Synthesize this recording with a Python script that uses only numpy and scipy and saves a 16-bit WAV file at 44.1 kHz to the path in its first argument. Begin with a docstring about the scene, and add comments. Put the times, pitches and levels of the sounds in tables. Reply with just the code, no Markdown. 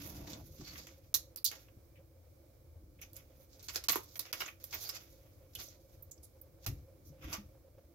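"""Cracking shellfish in a small kitchen

Hands crack a cooked shellfish and tear out its wet meat over a pan in a small hard-walled kitchen.
Each crack is a burst of tiny fractures that rings the shell; pieces of it crunch and snap, low or high.
Legs and meat crackle and rub in dense clicks, the pan thumps and rattles in the sink as low tones and noise,
and an appliance hums in the room as shaped noise. A small two-port microphone stands close by."""
import sys
import numpy as np
from scipy import signal
from scipy.fft import rfft, irfft
from scipy.io import wavfile
from scipy.ndimage import uniform_filter1d

SR = 44100
rng = np.random.default_rng(int(sys.argv[2]) if len(sys.argv) > 2 else 0)


def unload_wav(signal):
    """Save mono or channel-first audio to the path in sys.argv[1] as 16-bit WAV at rate SR, clipped to [-1, 1]."""
    wavfile.write(
        sys.argv[1],
        SR,
        np.round(np.clip(np.atleast_2d(signal).T, -1, 1) * 32767).astype(np.int16),
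    )


N = 350154   # samples, about 7.9 s

# Breaks of the shell. Each row: start in seconds, level in dB, thick wall in dB relative to that level,
# splinter in dB relative to it, time in seconds for the fractures to die by 60 dB.
CRACKS = [(0.274, -34.5, -12, -28, 0.038), (0.332, -30.5, -13, -27, 0.041), (0.612, -39.5, -19, -18, 0.099),
          (0.7555, -46, 7, 2, 0.043), (0.869, -38, -4.5, -7, 0.11), (1.142, -9, -22, 1, 0.069),
          (1.3605, -30.5, -15, 9, 0.018), (1.371, -44.5, -3.5, 11, 0.086), (1.4441, -22, -40, 12.5, 0.053),
          (1.449, -35, -28, 21.5, 0.04), (1.4501, -12.5, -55, -13, 0.054), (1.4606, -20, -46, -24, 0.027),
          (1.4752, -24, -40, 2, 0.053), (1.5143, -36.5, 0.5, 6, 0.035), (1.684, -63.5, 13, -20, 0.034),
          (3.015, -48, -18, 14, 0.079), (3.1316, -53, -25, 12, 0.1), (3.1659, -37.5, -14, 11, 0.03),
          (3.495, -60, -15, -1, 0.13), (3.595, -37.5, -20, -25, 0.078), (3.6274, -42.5, -19, 0, 0.3),
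          (3.685, -27.5, -3.5, -5.5, 0.092), (3.7498, -37, -4, -19, 0.044), (3.758, -19.5, -4.5, -2, 0.067),
          (3.839, -29, -11.5, 0, 0.061), (3.8853, -10.5, -11, -1.5, 0.074),
          (3.8951, -18.5, -0.5, -9, 0.039), (3.923, -31, -22, 20, 0.012), (3.9292, -27, -1.5, -21, 0.13),
          (3.956, -26, -7, -2, 0.1), (4.034, -45, -30, 8, 0.055), (4.156, -33, -3, 1, 0.041),
          (4.1683, -54, -22, 23, 0.066), (4.193, -23.5, -11, 3, 0.07), (4.2524, -41.5, 1, -22, 0.049),
          (4.3283, -24, -2, 0.5, 0.084), (4.4049, -26, 2, -2.5, 0.077), (4.4179, -38.5, 12.5, -6, 0.016),
          (4.462, -37.5, 6.5, -2, 0.023), (4.4783, -40, 7.5, 2, 0.073), (4.6405, -31.5, -15, 10.5, 0.017),
          (4.7278, -31.5, -1.5, -14, 0.15), (4.8339, -36, -24, -2, 0.04), (4.8914, -24.5, -8.5, 2.5, 0.051),
          (5.552, -26.5, -15, 2, 0.032), (5.602, -40, -9, 7, 0.056), (6.112, -58, -29, 20, 0.046),
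          (6.233, -50.5, -36.5, 2, 0.16), (6.6636, -23, -7, 3, 0.081), (7.3285, -26.5, -11, -4, 0.11)]
# The hollow body knocks as a large piece gives way. Each row: start in seconds, level in dB.
KNOCKS = [(0.282, -52), (0.61, -45), (3.9, -44), (3.957, -34)]
# A piece of shell snaps, low or high. Each row: start in seconds, level in dB, pitch in Hz, width in Hz per pass.
SNAPS = [(1.4445, -22, 9000, 6000), (3.904, -19, 12900, 2500), (3.9152, -17, 13200, 3000),
         (3.9217, -14, 13300, 1500), (3.9572, -20, 12500, 2000), (3.9578, -26, 950, 500),
         (3.959, -31, 350, 250), (4.1933, -24, 6000, 4000), (4.4186, -29, 2500, 2000)]
# Short crunches of flakes or joints, and a longer low rub, each at a pitch of its own.
# Each row: start in seconds, level in dB, pitch in Hz, width in Hz per pass, length in seconds before it dies away.
CRUNCHES = [(0.042, -62.5, 614, 520, 0.37), (0.154, -59, 6500, 2500, 0.008), (0.27, -55, 1780, 700, 0.0082),
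            (0.314, -58, 2070, 600, 0.0049), (0.645, -55.5, 4440, 500, 0.068),
            (0.752, -55, 1800, 400, 0.014), (0.794, -51.5, 4660, 700, 0.0096),
            (0.795, -54, 6200, 900, 0.005), (1.955, -70.5, 2320, 950, 0.028),
            (2.988, -67, 2300, 1200, 0.011), (3.016, -53, 6100, 1100, 0.02),
            (3.017, -55.5, 2470, 800, 0.02), (3.157, -52, 6900, 1500, 0.011),
            (3.748, -35, 6700, 1800, 0.001), (3.894, -33, 12500, 2500, 0.003),
            (3.927, -48, 13000, 2500, 0.003), (3.933, -40.5, 990, 500, 0.003),
            (3.9563, -51, 930, 450, 0.0048), (3.957, -51.5, 297, 199, 0.012),
            (3.9572, -33, 12300, 2500, 0.002), (4.281, -65, 2400, 900, 0.0075),
            (1.454, -38.5, 4580, 900, 0.033), (1.374, -51.5, 4600, 900, 0.015),
            (1.52, -51, 1500, 900, 0.0056), (6.654, -53.5, 654, 498, 0.02), (4.252, -52, 5170, 900, 0.004),
            (4.258, -66, 2390, 600, 0.017), (4.318, -68, 2600, 500, 0.012),
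            (4.404, -39.5, 5230, 800, 0.0043), (4.457, -47, 6630, 1500, 0.01),
            (4.481, -48, 2340, 900, 0.0094), (4.708, -51, 6000, 3000, 0.0054),
            (4.732, -47, 2300, 700, 0.016), (4.74, -40, 14300, 2500, 0.012),
            (4.834, -45, 11800, 2200, 0.006), (4.848, -46, 4730, 800, 0.026),
            (4.892, -40, 5100, 900, 0.011), (4.947, -48, 12300, 2500, 0.01), (4.964, -49, 4970, 450, 0.013),
            (5.04, -65, 13200, 2500, 0.0069), (5.534, -62, 5000, 3000, 0.0035),
            (5.554, -44.5, 3080, 700, 0.0073), (5.633, -52, 6400, 900, 0.015),
            (5.684, -52.5, 6300, 1600, 0.0046), (6.024, -48, 13800, 2600, 0.0086),
            (6.112, -44, 7060, 1500, 0.0084), (6.178, -62, 5500, 1500, 0.004),
            (6.229, -52.5, 9570, 4020, 0.025), (6.413, -52, 14000, 2600, 0.006),
            (7.05, -67.5, 5940, 1510, 0.049), (4.418, -40.5, 1210, 895, 0.0057),
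            (4.416, -58, 2200, 700, 0.022), (7.227, -61, 2300, 500, 0.0058),
            (7.229, -57.5, 1240, 300, 0.0091), (7.319, -51, 1210, 302, 0.043),
            (7.331, -37, 6100, 1410, 0.0065)]
# Broad resonances of hollow body, thick wall, thin plate and splinter.
# Each row: pitch in Hz, width in Hz per pass, gain in dB per pass.
BODY = [(320, 260, 10.5), (572, 125, 14.5), (760, 500, 9.5)]
WALL = [(1173, 756, -0.5), (1935, 404, 5), (2510, 1480, 1)]
PLATE = [(3408, 1300, 1.7), (4440, 2180, 5.02), (6890, 2570, 3.27)]
SPLINTER = [(9680, 5100, -45), (12700, 7700, 8), (15500, 4900, -1)]
# Bouts of handling shell and meat, a list of rows for each bout.
# Each row: time in seconds, rub level in dB, thick wall in dB relative to the rub.
HANDLING = [
    [(0.0, -57.5, -3), (0.18, -61.5, -6), (0.388, -66.5, -7), (0.5, -66.5, -9)],
    [(0.5, -70.5, -20), (0.774, -61.5, -16), (0.898, -68.5, -3), (1.1, -79, -10)],
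    [(1.5, -63, -8), (1.656, -73, -4), (1.8, -106, -11)],
    [(2.95, -90, -1), (3.248, -91, -6), (3.422, -67.5, -5.5), (3.502, -100, -9), (3.6, -69, -1)],
    [(3.6, -77.5, 3.5), (3.762, -57, -6), (3.862, -83, 12), (4.008, -61.5, -20), (4.15, -63, -11)],
    [(4.15, -91, -1), (4.22, -65, 0), (4.344, -69, 3), (4.46, -63, 0), (4.6, -100, -13)],
    [(4.6, -62.5, -6), (4.7, -62.5, -11), (4.81, -55, -15), (4.848, -58.5, 3), (4.98, -71, 1),
     (5.1, -71, -4.5)],
    [(5.1, -68, -10), (5.218, -78.5, -3), (5.452, -83, -2.5), (5.754, -72.5, -4.5), (5.8, -86, -21)],
    [(5.8, -72, -17), (5.948, -86, -18), (6.1, -100, -12)],
    [(6.6, -75, -16), (6.674, -68, 8), (6.794, -79, -10), (6.85, -90, -9)],
    [(7.0, -90.5, -15), (7.116, -114, -16), (7.248, -71, 5), (7.5, -109, -2)],
]
# Meat tears or shell scrapes in one stroke. Each row: time of the height in seconds, rub level in dB,
# thick wall in dB relative to the rub, splinter in dB relative to it, rise in seconds, fall in seconds.
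TEARS = [(0.07, -70.5, -6, 22, 0.067, 0.062), (0.33, -54.5, -5, -5, 0.16, 0.094),
         (0.69, -54.5, -2, -15, 0.12, 0.18), (0.8, -63, 2, -17, 0.037, 0.041),
         (1.531, -57.5, 1.5, -10, 0.047, 0.068), (3.025, -57, -9.5, -2.5, 0.03, 0.08),
         (3.168, -57, -6, 3.5, 0.025, 0.071), (3.53, -60, -15, -9, 0.031, 0.05),
         (4.166, -53.5, 0, -9, 0.014, 0.005), (4.418, -50.5, -5, 1, 0.071, 0.1),
         (4.737, -44, -6, -1, 0.04, 0.084), (4.84, -44, -22, -7, 0.037, 0.094),
         (4.89, -56, -14, 3, 0.034, 0.028), (4.967, -44.5, -8.5, -1.5, 0.086, 0.014),
         (5.598, -46, -5, -5, 0.035, 0.04), (5.643, -51, -11, 3.5, 0.08, 0.059),
         (5.951, -68.5, -11.5, 2, 0.068, 0.025), (6.646, -46, -14.5, -9, 0.018, 0.017),
         (7.07, -66.5, -14.5, 5.5, 0.034, 0.051), (7.226, -57.5, -7, -3.5, 0.0085, 0.12),
         (7.331, -48, 2, -2, 0.081, 0.057)]
# Pan knocked. Each row: start in seconds, level in dB, pitch in Hz.
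THUMPS = [(0.594, -58, 90), (2.758, -41.5, 85), (6.667, -30.5, 111.5), (7.098, -46, 144.5),
          (7.246, -35.5, 60.6), (7.378, -40.5, 206)]
# Hands jolt pan and sink. Each row: time of the height in seconds, rumble in dB, rattle in dB,
# rise in seconds, fall in seconds.
JOLTS = [(0.2, -52, -52, 0.73, 0.68), (0.35, -65, -52.5, 0.16, 0.09), (0.599, -51, -50, 0.015, 0.078),
         (0.75, -64, -59.5, 0.16, 0.23), (1.77, -58, -63, 0.062, 0.054), (2, -52.5, -68.5, 0.058, 0.027),
         (2.821, -58.5, -64, 0.037, 0.47), (3.89, -59, -54, 0.012, 0.11), (5.59, -53, -62, 0.052, 0.063),
         (6.683, -39, -49, 0.028, 0.15), (7.1, -62.5, -62, 0.29, 0.096), (7.28, -53.5, -53, 0.12, 0.17),
         (7.38, -55.5, -63, 0.1, 0.27)]
# Spectra of the pan's rumble and rattle. Each row: frequency in Hz, relative density in dB per Hz.
RUMBLE_COLOUR = [(18, -30.5), (30, -8), (46, -1), (59, 3.5), (140, -3), (180, -54.5), (310, -120)]
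RATTLE_COLOUR = [(82, -46.5), (140, 3), (258, -7), (296, 3.5), (420, -15.5), (550, -23.5), (920, -120)]
# Spectrum of the appliance. Each row: frequency in Hz, relative density in dB per Hz.
HUM_COLOUR = [(15, -49), (25, -26.5), (38, -26.5), (87, -1), (161, -27), (301, -17.5), (384, -23.5),
              (545, -18), (936, -34.5), (1100, -32), (1940, -40.5), (2350, -32), (2550, -43.5),
              (5730, -34.5), (16000, -35)]
# Fan resonances. Each row: pitch in Hz, width in Hz, level in dB before it wavers.
HUM_PEAKS = [(333.8, 6.9, -77.5), (529.2, 26.7, -72.5)]
# How alike noise is at the two ports. Each row: frequency in Hz, left-right likeness from 0 to 1.
LIKENESS = [(60, 0.91), (130, 0.85), (290, 0.65), (640, 0), (1400, 0), (15000, 0)]
# Colour of the two ports. Each row: frequency in Hz, left minus right in dB.
PORT_TILT = [(60, 0.5), (150, 4), (380, -6), (950, 0.5), (2380, -1.5), (5980, -3.5), (15000, -8)]

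CRACK_LEVEL_DB, FIRST_BREAK_DB = -13.0, 15   # all cracks; first break over the rms of the shower
BODY_FOLLOWS, BODY_UNDER_DB = 0.93, -13.5    # the deeper the break, the more the hollow body joins in
KNOCK_T60_S = 0.02
BODY_SHARED = 0.48   # the share of the hollow body's force that both ports hear in common
SPREAD = 0.95        # power share of the small fractures that each port hears on its own
PIECE_LOW_HZ, PIECE_HIGH_HZ, PIECE_WIDTH_HZ, PIECE_DB = 3200, 8000, 220, -9
CRUNCH_RISE_S, CRUNCH_T60_S, CRUNCH_ONSET_DB = 0.001, 0.014, 13   # first click over the row's level
RUB_BODY_UNDER_DB, RUB_SPLINTER_DB = -7.5, 1.5   # body re wall; splinter re rub, outside the tears
COLOUR_WANDER_DB = 2.5   # the rubbing moves over thick and thin parts of the shell
STROKE_RANGE_DB = 20     # a stroke changes this much over its rise or fall time
THUMP_T60_S, THUMP_SWELL_S = 0.17, 0.0068   # a soft contact
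REST_RUMBLE_DB, REST_RATTLE_DB, REST_WAVER_DB = -64.5, -77, 2   # the pan is never quite still
ROOM_T60_S, ROOM_DB, WALL_CUT_HZ = .12, -10.5, 7000
LATE_T60_S, LATE_DB = 0.27, -7   # the fainter, longer tail of the room beyond the sink
HUM_DB, HUM_WAVER_DB, THROB_DB = -64, .8, 4.5
PORT_LAG_S = .00005
NOTCH_HZ, NOTCH_WIDTH_HZ, NOTCH_DB = 8710, 2990, -7.5
PEAK_TOP, TOP_HZ = .34, 16000   # ceiling of the rounded peaks; treble edge


def cracks():
    """A first break, then a dying shower of small fractures; each part of the shell gets its own."""
    force = np.zeros((4, 2, N))   # body, wall, plate, splinter; left and right
    t = np.arange(SR // 4) / SR
    shower = np.array([scattered(1200, spread_db=4.5) for part in force])
    for s, level_db, depth_db, splinter_db, t60 in CRACKS:
        i = round(s * SR)
        burst = shower[:, :, i:i + len(t)] * from_db(-60 * t[:N - i] / t60)
        burst[:, :, 0] = from_db(FIRST_BREAK_DB)
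        body_db = BODY_FOLLOWS * depth_db + BODY_UNDER_DB
        colour_db = np.array([body_db, depth_db, 0, splinter_db])
        colour = from_db(level_db + CRACK_LEVEL_DB + colour_db)
        force[:, :, i:i + len(t)] += colour[:, None, None] * burst
    add_knocks(force[0], shower[0, 0], t)
    return shell(force) + pieces(force[2])


def add_knocks(body_force, shower, t):
    """A large piece gives way: a very short run of fractures, alike at both ports, drives the body."""
    for s, level_db in KNOCKS:
        i = round(s * SR)
        fall = from_db(level_db - 60 * t[:N - i] / KNOCK_T60_S)
        body_force[:, i:i + len(t)] += shower[i:i + len(t)] * fall


def shell(force):
    """The force on each part of the shell rings that part's broad resonances."""
    body, *others = force
    common = body.sum(axis=0) / np.sqrt(2)
    body = (1 - BODY_SHARED) * body + BODY_SHARED * common
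    groups = (BODY, WALL, PLATE, SPLINTER)
    return sum(ring_twice(f, modes) for f, modes in zip([body, *others], groups))


def pieces(force, count=5):
    """Each crack frees pieces of its own size: narrow resonances at chance pitches that ring briefly."""
    out, span, click = np.zeros((2, N)), SR // 8, np.eye(1, 3000)[0]
    chance = rng.random((len(CRACKS), count))
    starts = [round(row[0] * SR) for row in CRACKS] + [N]
    for i, after, draw in zip(starts, starts[1:], chance):
        pitches = np.sort(PIECE_LOW_HZ * (PIECE_HIGH_HZ / PIECE_LOW_HZ) ** draw)
        modes = [(hz, PIECE_WIDTH_HZ, 0) for hz in pitches]
        own = force[:, i:i + span] * (np.arange(i, i + span) < after)   # driven until the next crack
        out[:, i:i + span] += resonate(own, modes) / np.linalg.norm(resonate(click, modes))
    return from_db(PIECE_DB) * out


def snaps():
    """A piece of shell snaps, low or high: one click through one resonance, twice for steep flanks."""
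    out, click = np.zeros(N), np.eye(1, 400)[0]
    for s, level_db, hz, width in SNAPS:
        mode = [(hz, width, 0)]
        rung = resonate(resonate(click, mode), mode)
        out[round(s * SR):][:len(rung)] += from_db(level_db) * rung / np.abs(rung).max()
    return out


def crunches():
    """Each crunch or rub is a first click and a run of small fractures, ringing in one resonance."""
    out, shower = np.zeros((2, N)), scattered(1500, spread_db=1.5)
    for s, level_db, hz, width, length_s in CRUNCHES:
        i = round(s * SR)
        t = np.arange(min(round((length_s + 3 * CRUNCH_T60_S) * SR), N - i)) / SR
        rise = 1 - np.exp(-t / CRUNCH_RISE_S)
        fall_db = -60 * np.clip(t - length_s, 0, None) / CRUNCH_T60_S
        force = shower[:, i:i + len(t)] * rise * from_db(level_db + fall_db)
        force[:, 0] = from_db(level_db + CRUNCH_ONSET_DB)
        out[:, i:i + len(t)] += ring_twice(force, [(hz, width, 0)])
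    return out


def handling():
    """Legs scrape and wet meat parts: dense small clicks that come in clumps, over a smooth rub."""
    t = np.arange(N) / SR
    rub_db, depth_db = in_time(np.concatenate(HANDLING))
    busy = sum((t >= bout[0][0]) & (t < bout[-1][0]) for bout in HANDLING)
    gate = uniform_filter1d(np.minimum(busy, 1.), size=1000)
    plate = gate * from_db(rub_db)
    wall, splinter = plate * from_db(depth_db), plate * from_db(RUB_SPLINTER_DB)
    for s, tear_db, tear_depth_db, splinter_db, rise_s, fall_s in TEARS:
        tear = from_db(tear_db + stroke_db(t, s, rise_s, fall_s))
        plate = np.hypot(plate, tear)
        wall = np.hypot(wall, tear * from_db(tear_depth_db))
        splinter = np.hypot(splinter, tear * from_db(splinter_db))
    parts = [wall * from_db(RUB_BODY_UNDER_DB), wall, plate, splinter]
    wander = from_db([COLOUR_WANDER_DB * drift(6.7) for part in parts])
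    clicks_per_s = 800 * from_db(6.2 * drift(25))   # the clumps
    smooth = 0.5 * rng.standard_normal((2, N))
    crackle = rms_one(scattered(clicks_per_s, spread_db=0.5) + smooth)
    return shell(crackle * (parts * wander)[:, None])


def pan():
    """Knocks ring pan and sink low and briefly; hands keep them shaking and rattling, alike at both ports."""
    t, out = np.arange(N) / SR, np.zeros(N)
    for s, level_db, hz in THUMPS:
        age = np.clip(t - s, 0, None)
        swell = 1 - np.exp(-age / THUMP_SWELL_S)
        out += from_db(level_db - 60 * age / THUMP_T60_S) * swell * np.sin(2 * np.pi * hz * age)
    rumble, rattle = shaking(t)
    return out + rumble * stereo_noise(RUMBLE_COLOUR)[0] + rattle * stereo_noise(RATTLE_COLOUR)[0]


def shaking(t):
    """Gains of rumble and rattle: a wavering rest, and jolts above it."""
    rumble_rest_db = REST_RUMBLE_DB + REST_WAVER_DB * drift(4.9)
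    rattle_rest_db = REST_RATTLE_DB + REST_WAVER_DB * drift(2.6)
    gains = from_db([rumble_rest_db, rattle_rest_db])
    for s, rumble_db, rattle_db, rise_s, fall_s in JOLTS:
        jolt_db = [[rumble_db], [rattle_db]] + stroke_db(t, s, rise_s, fall_s)
        gains = np.hypot(gains, from_db(jolt_db))
    return gains


def kitchen(x):
    """Diffuse echoes of sink and tiles: dying noise of its own for each port, duller as it dies."""
    t = np.arange(SR // 2) / SR
    bright = rng.standard_normal((2, len(t)))
    dull = signal.sosfilt(signal.butter(1, WALL_CUT_HZ, fs=SR, output="sos"), bright)
    fall = from_db(-60 * t / ROOM_T60_S) + from_db(LATE_DB - 60 * t / LATE_T60_S)
    treble = (bright - dull) * from_db(-30 * t / ROOM_T60_S)
    tail = (dull + treble) * fall * (t > .002)   # nearest walls answer after 2 ms
    return signal.fftconvolve(np.atleast_2d(x), tail / np.linalg.norm(tail[0]), axes=1)[:, :N]


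def hum():
    """Appliance in the room: wavering noise, and two fan resonances that throb irregularly."""
    out = from_db(HUM_DB + HUM_WAVER_DB * drift(1.8)) * stereo_noise(HUM_COLOUR)
    for hz, width, level_db in HUM_PEAKS:
        tone = rms_one(resonate(rng.standard_normal(N), [(hz, width, 0)]))
        out += from_db(level_db + THROB_DB * drift(17)) * tone
    return out


def stereo_noise(spectrum):
    """Noise with a spectrum, alike left and right in the bass only; rms 1."""
    hz = np.fft.rfftfreq(N, 1 / SR)
    mid, side = rfft(rng.standard_normal((2, N))) * from_db(at_hz(spectrum, hz))
    alike = at_hz(LIKENESS, hz)
    return rms_one(irfft(np.sqrt(1 + alike) * mid + np.sqrt(1 - alike) * side * [[1], [-1]], N))


def scattered(per_s, spread_db):
    """Clicks from all over the shell: partly shared by the ports, partly heard by one."""
    shared, left, right = (grains(per_s, spread_db) for draw in range(3))
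    return np.sqrt(1 - SPREAD) * shared + np.sqrt(SPREAD) * np.array([left, right])


def grains(per_s, spread_db):
    """Random clicks of uneven size and either sign; rms 1."""
    steps = np.minimum(rng.exponential(1, N), 3.5)
    sizes = from_db(spread_db * steps) * rng.choice([-1, 1], N)
    return rms_one(sizes * (rng.random(N) < per_s / SR))


def resonate(x, modes):
    """Parallel resonances of alternating sign; each mode is pitch in Hz, width in Hz, peak gain in dB."""
    out = 0
    for k, (hz, width, gain_db) in enumerate(modes):
        r = np.exp(-np.pi * width / SR)
        top = (1 - r * r) / 2 * from_db(gain_db) * (-1) ** k
        poles = [1, -2 * r * np.cos(2 * np.pi * hz / SR), r * r]
        out = out + signal.lfilter([top, 0, -top], poles, x + 1e-18)
    return out


def ring_twice(x, modes):
    """Resonances passed twice for steep flanks, evened to unit gain for noise."""
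    click = np.eye(1, 3000)[0]
    return resonate(resonate(x, modes), modes) / np.linalg.norm(resonate(resonate(click, modes), modes))


def stroke_db(t, s, rise_s, fall_s):
    """A stroke's level rises and falls evenly in dB about its height."""
    return -STROKE_RANGE_DB * np.where(t < s, (s - t) / rise_s, (t - s) / fall_s)


def drift(rate_hz):
    """Slow chance of spread 1: noise through two equal low-pass poles, at one value per 40 samples."""
    r = np.exp(-80 * np.pi * rate_hz / SR)
    slow = signal.lfilter([1], [1, -2 * r, r * r], rng.standard_normal(N // 40 + 2002))[2000:]
    return np.interp(np.arange(N) / 40, np.arange(len(slow)), rms_one(slow))


def in_time(rows):
    """Columns of a curve table, one value a sample."""
    s, *columns = np.transpose(rows)
    return np.array([np.interp(np.arange(N) / SR, s, c) for c in columns])


def at_hz(points, hz):
    """A spectrum table read on a log-frequency axis."""
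    table_hz, values = np.transpose(points)
    return np.interp(np.log(hz + 1), np.log(table_hz + 1), values)


def from_db(db):
    """Decibels to gain."""
    return 10 ** (np.asarray(db) / 20)


def rms_one(x):
    """Scale to rms 1."""
    return x / np.sqrt(np.mean(x ** 2) + 1e-20)


def scene():
    """The shell close by reaches the right port a little first; room echoes, pan and hum join it."""
    left, right = cracks() + handling() + crunches() + snaps()
    late = np.interp(np.arange(N) - PORT_LAG_S * SR, np.arange(N), left)
    echoes = from_db(ROOM_DB) * kitchen(left + right)
    return np.array([late, right]) + echoes + pan() + hum()


def dip_before_jumps(x, ahead_s=0.0084, jump_db=18.5, slope=3.54):
    """The level dips briefly just before a sudden jump in treble."""
    treble = signal.sosfilt(signal.butter(2, 1500, "high", fs=SR, output="sos"), x.mean(axis=0))
    level_db = 10 * np.log10(uniform_filter1d(treble ** 2, size=180) + 1e-12)
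    lead = round(ahead_s * SR)
    jump = np.append(level_db[lead:] - level_db[:-lead], np.zeros(lead))
    return x * from_db(-slope * np.clip(jump - jump_db, 0, 25))


def low_pass(x):
    """Removes everything above the highest recorded frequency."""
    return signal.sosfilt(signal.butter(12, 16810, fs=SR, output="sos"), x)


def record(dry):
    """The ports differ in colour and share a notch from the housing; then rounded peaks, dips, treble cut."""
    hz = np.fft.rfftfreq(N, 1 / SR)
    tilt_db = at_hz(PORT_TILT, hz) / 2
    notch_db = NOTCH_DB * np.exp(-((hz - NOTCH_HZ) / NOTCH_WIDTH_HZ) ** 2)
    ports = irfft(rfft(dry) * from_db([tilt_db, -tilt_db] + notch_db), N)
    rounded = PEAK_TOP * np.tanh(ports / PEAK_TOP)
    treble_cut = signal.cheby2(14, 24, TOP_HZ, fs=SR, output="sos")
    mix = signal.sosfilt(treble_cut, dip_before_jumps(rounded))
    return low_pass(mix)


dry = scene()
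out = record(dry)
unload_wav(out)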